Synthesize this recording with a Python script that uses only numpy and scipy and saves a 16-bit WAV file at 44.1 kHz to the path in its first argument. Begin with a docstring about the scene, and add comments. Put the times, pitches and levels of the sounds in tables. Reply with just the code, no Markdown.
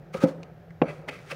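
"""A drinking glass is pushed up the frosted wall of a small freezer, over a quiet hum and dull hiss throughout.
From 0.12 s its rim crunches through the frost, grains ringing the glass, with pings and low wall knocks.
Flakes snap at the end of that burst and in the lull; at 0.82 s a cluster of knocks rings the hollow wall.
A short scrape follows, then brighter crunches near 1.09 and 1.31 s, where the catching rim pings the glass.
Noise grains, single pushes and short noise cracks drive resonances; a faint boxy echo follows them."""
import sys
import numpy as np
from scipy import signal
from scipy.fft import rfft, irfft, next_fast_len
from scipy.io import wavfile

SR = 44100
rng = np.random.default_rng(int(sys.argv[2]) if len(sys.argv) > 2 else 0)


def transcribe(u):
    """Save the signal u as a 16-bit wav file named by the first command-line argument.

    u: samples, shape (n,) or (channels, n), limited to [-1, 1]; the rate is SR.
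    q: integer samples, one column per channel.
    """
    v = np.clip(np.atleast_2d(u).T, -1, 1)
    q = np.round(v * 32767).astype(np.int16)
    wavfile.write(sys.argv[1], SR, q)


N = 59535

# Resonances of the glass. Each row: pitch in Hz, width in Hz, relative level in dB (while scraping).
GLASS_MODES = [(1178, 43, 7.5), (1281, 69, 4.5), (1593, 60, -0.5), (1837, 140, -10), (2036, 61, 2),
               (2280, 88, 1.5), (2514, 94, -0.5), (2640, 78, 0), (3270, 360, -7), (4580, 140, -6),
               (4800, 80, -13.5), (5900, 150, -13), (7260, 110, -18), (8660, 105, -14), (10250, 250, -18.5)]
# Modes of the hollow wall. Each row: pitch in Hz, relative level in dB, free ring to -60 dB in seconds.
WALL_MODES = [(113, -46, 0.039), (171, 4.5, 0.087), (217.6, -1, 0.069), (287, -1, 0.062),
              (353, -21.5, 0.13), (477, -22.5, 0.3), (523.5, 1, .14), (640, -20, 0.027), (796, -4, 0.051),
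              (1020, -11, 0.02), (1148, -40, .07), (1577, -7.5, 0.02), (1907, -16.5, 0.044),
              (2394, -14.5, 0.062)]


def from_db(db):
    """Amplitude factor of a level in dB."""
    return 10 ** (np.asarray(db) / 20)


def rms_one(x):
    """Scale a signal to an RMS of 1."""
    return x / np.sqrt(np.mean(x ** 2) + 1e-20)


def in_time(rows):
    """Draw straight lines between rows that start with a time; one curve per further column."""
    s, *columns = np.transpose(rows)
    return [np.interp(np.arange(N) / SR, s, column) for column in columns]


def colour(x, points):
    """Give a dense signal the spectrum of a table, interpolated over log frequency, at RMS 1."""
    hz = np.maximum(np.arange(N // 2 + 1) * SR / N, 1)
    table = np.array(points)
    gain_db = np.interp(np.log(hz), np.log(table[:, 0]), table[:, 1])
    return rms_one(irfft(rfft(x) * from_db(gain_db), N))


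def ring(x, hz, t60):
    """A unit click sets a decaying sine of height 1 ringing; t60 in seconds."""
    r = from_db(-60 / (t60 * SR))
    w = 2 * np.pi * hz / SR
    return signal.lfilter([0, np.sin(w)], [1, -2 * r * np.cos(w), r * r], x + 1e-18)


def resonate(x, hz, width_hz):
    """Resonance with gain 1 on top."""
    r = np.exp(-np.pi * width_hz / SR)
    feedback = [1, -2 * r * np.cos(2 * np.pi * hz / SR), r * r]
    return signal.lfilter(np.array([1, 0, -1]) * (1 - r * r) / 2, feedback, x)


def soft_push(s, order, cut_hz):
    """A unit click at s seconds, rounded by a low-pass: the softer the contact, the lower its cut-off."""
    click = np.zeros(N)
    click[int(s * SR)] = 1
    return signal.sosfilt(signal.butter(order, cut_hz, fs=SR, output="sos"), click + 1e-18)


def grains():
    """Frost crystals break at random moments with uneven sizes and either sign."""
    grains_per_s, spread_db = 4400, 2.5
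    sizes = from_db(spread_db * np.minimum(rng.exponential(1, N), 5)) * rng.choice([-1, 1], N)
    return rms_one(sizes * (rng.random(N) < grains_per_s / SR))


def scraped_glass(x, favour_hz):
    """Grains ring the glass modes, weaker the further they lie from the favoured pitch."""
    favour_db_per_octave, favour_most_db = 11.5, 13
    out = np.zeros(N)
    for k, (hz, width_hz, db) in enumerate(GLASS_MODES):
        loss_db = np.minimum(favour_db_per_octave * abs(np.log2(hz / favour_hz)), favour_most_db)
        out += (-1) ** k * resonate(x * from_db(db - loss_db), hz, width_hz)
    return out


def rubbed_wall(x):
    """Grains shake the wall modes, whose ring is cut short while the rim presses on."""
    # How much the rubbing reaches the deep modes. Each row: time in seconds, level in dB.
    deep_rows = [(.1, 6.5), (.5, 2.5), (.83, -0.5), (.95, -7), (1.06, -17), (1.2, -16.5), (1.35, -5.5)]
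    deep_db, = in_time(deep_rows)
    deep_below_hz, ring_share = 330, 0.13
    middle_hz, loss_db_per_octave = 560, 7  # rubbing favours the middle modes
    out = np.zeros(N)
    for k, (hz, db, t60) in enumerate(WALL_MODES):
        push = x * from_db(deep_db * (hz < deep_below_hz))
        level = from_db(db - loss_db_per_octave * abs(np.log2(hz / middle_hz)))
        out += (-1) ** k * level * ring(push, hz, t60 * ring_share)
    return out


def scrape():
    """The rim ploughs the frost: grains ring the glass, crackle in the air and shake the wall."""
    # Each row: time in seconds, crunch in the glass in dB, rumble passed to the wall in dB,
    # crackle in the air in dB, pitch region the glass favours in Hz.
    plough_rows = [(.12, -76, -55.5, -83, 1500), (.134, -54.5, -77, -49.5, 1780),
                   (.146, -36, -30.5, -42, 1410), (.156, -49, -35, -49.5, 1270),
                   (.178, -47, -44, -47, 1280), (.198, -56, -45.5, -54.5, 1310),
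                   (.21, -44.5, -49.5, -45, 1290), (.224, -42.5, -30, -39.5, 1480),
                   (.24, -40, -37.5, -35.5, 1695), (.256, -47, -31, -55, 1300), (.29, -61, -37, -48, 1390),
                   (.312, -74, -41.5, -56, 1310), (.335, -82, -44, -62.5, 1310),
                   (.45, -60.5, -48.5, -77, 1500), (.52, -74, -57, -81, 1510),
                   (.815, -99, -60.5, -83, 1810), (.835, -72, -22.5, -81, 1580),
                   (.855, -49, -38, -79, 1570), (.894, -40, -39, -55, 1852), (.92, -51.5, -41, -57, 1900),
                   (.95, -57.5, -50, -58, 2000), (1.072, -67, -50, -74.5, 1630),
                   (1.08, -45, -36, -57, 1890), (1.088, -35, -34, -38.5, 2140),
                   (1.096, -32.5, -39, -47, 2040), (1.102, -50, -42, -55, 2180),
                   (1.134, -45.5, -50.5, -51.5, 2040), (1.18, -55, -53, -56, 2149),
                   (1.25, -67, -55, -59.5, 2000), (1.292, -55, -56, -51, 2000),
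                   (1.306, -36.5, -54, -41.5, 2120), (1.316, -31, -39.5, -37.5, 1970),
                   (1.326, -51, -34.5, -44.5, 2000), (1.35, -64, -65, -53, 2000)]
    # Broad crackle of breaking frost. Each row: frequency in Hz, relative density in dB per Hz.
    crackle_spectrum = [(600, -17), (1000, -12.5), (1300, -4.5), (2200, -13), (3000, -15.5), (4400, -18.5),
                        (6000, -21), (7800, -27), (9000, -27), (12000, -34.5), (16000, -34.5)]
    crunch_db, rumble_db, crackle_db, favour_hz = in_time(plough_rows)
    g = grains()
    # each body is levelled by its response to steady grains
    crunch = scraped_glass(g * from_db(crunch_db), favour_hz) / np.std(scraped_glass(g, favour_hz))
    crackle = from_db(crackle_db) * colour(grains(), crackle_spectrum)
    rumble = rubbed_wall(g * from_db(rumble_db)) / np.std(rubbed_wall(g))
    return crunch + crackle + rumble


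def catches():
    """The rim catches and lets go: one sharp push rings the glass modes near the favoured pitch."""
    # Each row: start in seconds, level in dB, favoured pitch in Hz.
    catch_rows = [(0.1434, -36, 1220), (0.1439, -37, 2320), (0.2087, -47, 1280), (1.0868, -27.5, 1930),
                  (1.0915, -27.5, 2170), (1.106, -46, 2160), (1.3127, -35.5, 1410), (1.3154, -28.5, 2700)]
    favour_db_per_octave, cut_hz = 48, 8900
    out = np.zeros(N)
    for s, db, favour_hz in catch_rows:
        push = soft_push(s, 2, cut_hz)
        for hz, width_hz, _ in GLASS_MODES:
            level = from_db(db - favour_db_per_octave * abs(np.log2(hz / favour_hz)))
            t60 = np.log(1000) / np.pi / width_hz  # a narrow resonance rings long
            out += level * ring(push, hz, t60)
    return out


def knocks():
    """The rim strikes every mode of the wall with a soft contact pulse; pressure shortens the ring."""
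    # Each row: start in seconds, level in dB, ring length as share of the free ring,
    # contact cut-off in Hz, tilt of the modes in dB per octave.
    knock_rows = [(0.1434, -33.5, 1, 565, 3.4), (0.149, -26, 0.4, 660, 5.6), (0.2368, -11.5, 1, 628, -1.1),
                  (0.2401, -15.5, 1, 560, 1.1), (0.8172, -15.5, 0.47, 2370, 1.5),
                  (0.818, -21, 0.86, 1270, 3.7), (0.8206, -11.5, .25, 864, -1.1),
                  (0.8235, -12.5, 0.19, 1100, 4), (0.8292, -22, 0.18, 860, 2),
                  (1.322, -41.5, 0.79, 800, -0.5)]
    tilt_pivot_hz = 400
    out = np.zeros(N)
    for s, db, share, cut_hz, tilt_db in knock_rows:
        push = soft_push(s, 3, cut_hz)
        for hz, mode_db, t60 in WALL_MODES:
            level = from_db(db + mode_db + tilt_db * np.log2(hz / tilt_pivot_hz))
            out -= level * ring(push, hz, t60 * share)
    return out


def snaps():
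    """Flakes of frost snap: a short decaying noise crack, heard broad and through a brief resonance."""
    # Each row: start in seconds, ring level in dB, pitch in Hz, crack decay to -60 dB in seconds,
    # broad crack level in dB.
    snap_rows = [(0.2887, -34, 3840, 0.015, -50), (0.4315, -27.5, 2460, 0.018, -38),
                 (0.7058, -27, 1715, 0.023, -56), (0.8192, -12.5, 2610, 0.017, -63),
                 (0.8843, -39, 2380, .015, -57.5)]
    band = signal.butter(3, [700, 5540], "band", fs=SR, output="sos")  # Hz
    noises = rng.standard_normal((len(snap_rows), N))
    out, t = np.zeros(N), np.arange(N) / SR
    for (s, db, hz, t60, crack_db), noise in zip(snap_rows, noises):
        crack = noise * (t >= s) * from_db(-60 * np.maximum(t - s, 0) / t60)
        pitched = resonate(resonate(crack, hz, 0.22 * hz), hz, 0.48 * hz)
        out += from_db(crack_db) * signal.sosfilt(band, crack) + from_db(db) * pitched
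    return out


def box(x):
    """Short feedback delays between the hard walls, duller on every round."""
    t60_s, cut_hz = .3, 2480
    size = next_fast_len(N + SR)
    w = 2 * np.pi * np.arange(size // 2 + 1) / size
    dull = 1 / (1 + 1j * w * SR / (2 * np.pi * cut_hz))
    total = 0
    for k, lag in enumerate([.0071, .0093, .0119, .0137, .0163, .0191]):  # seconds
        loop = from_db(-60 * lag / t60_s) * dull * np.exp(-1j * w * lag * SR)
        total = total + (-1) ** k * loop / (1 - loop)  # all rounds summed
    return irfft(rfft(x, size) * total, size)[:N]


def cabinet():
    """A low narrow-band hum near 160 Hz, made of a tone and narrow noise, over a dull steady hiss."""
    # The hum's chance rises and falls, typed as a tone's pitch and level.
    # Each row: time in seconds, pitch in Hz, RMS level in dB.
    hum_rows = [(0, 140, -46), (.03, 149.6, -56), (.12, 163.9, -50.5), (.3, 160.9, -53), (.36, 165.1, -41),
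                (.43, 167, -42), (.46, 161.4, -71), (.52, 160.7, -46), (.6, 162.5, -60), (.65, 163, -66),
                (.71, 164.4, -41.5), (.78, 162.3, -54), (.9, 152.9, -38.5), (.95, 154.5, -47),
                (.99, 153.2, -43), (1.04, 153.5, -53), (1.09, 160.1, -87), (1.14, 163.2, -65),
                (1.19, 158, -61), (1.25, 150.8, -46.5), (1.3, 157, -59), (1.35, 157.4, -38)]
    # Steady noise. Each row: frequency in Hz, relative density in dB per Hz.
    hiss_spectrum = [(20, -60), (40, -8.5), (68, -3.5), (105, -4.5), (160, 3), (230, -57.5), (350, -8),
                     (520, -17.5), (750, -10.5), (900, -29), (1250, -24.5), (1600, -20.5), (2200, -29.5),
                     (4000, -39), (6000, -43.5), (9000, -53.5), (13000, -45.5), (16000, -50.5)]
    noise_hz, width_hz, noise_db, hiss_db = 165, 25.3, -56, -52
    hum_hz, hum_db = in_time(hum_rows)
    tone = np.sqrt(2) * from_db(hum_db) * np.sin(2 * np.pi * np.cumsum(hum_hz) / SR)
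    narrow = resonate(rng.standard_normal(N + SR), noise_hz, width_hz)
    narrow = resonate(narrow, noise_hz, 2 * width_hz)[SR:]  # the first second lets the resonance settle
    hiss = colour(rng.standard_normal(N), hiss_spectrum)
    return tone + from_db(noise_db) * rms_one(narrow) + from_db(hiss_db) * hiss


def scene():
    """Rim, wall and frost close by with their boxy echo, over the cabinet; one channel."""
    near_low_cut_hz, box_db = 163, -24.5
    near = scrape() + catches() + knocks() + snaps()
    # the microphone picks up little deep bass from the near sounds
    near = signal.sosfilt(signal.butter(4, near_low_cut_hz, "high", fs=SR, output="sos"), near)
    return (near + from_db(box_db) * box(near) + cabinet())[None]


def record(dry):
    """A steep low-pass cuts the top: 70 dB down from 16350 Hz."""
    return signal.sosfilt(signal.cheby2(20, 70, 16350, fs=SR, output="sos"), dry)


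dry = scene()
out = record(dry)
transcribe(out)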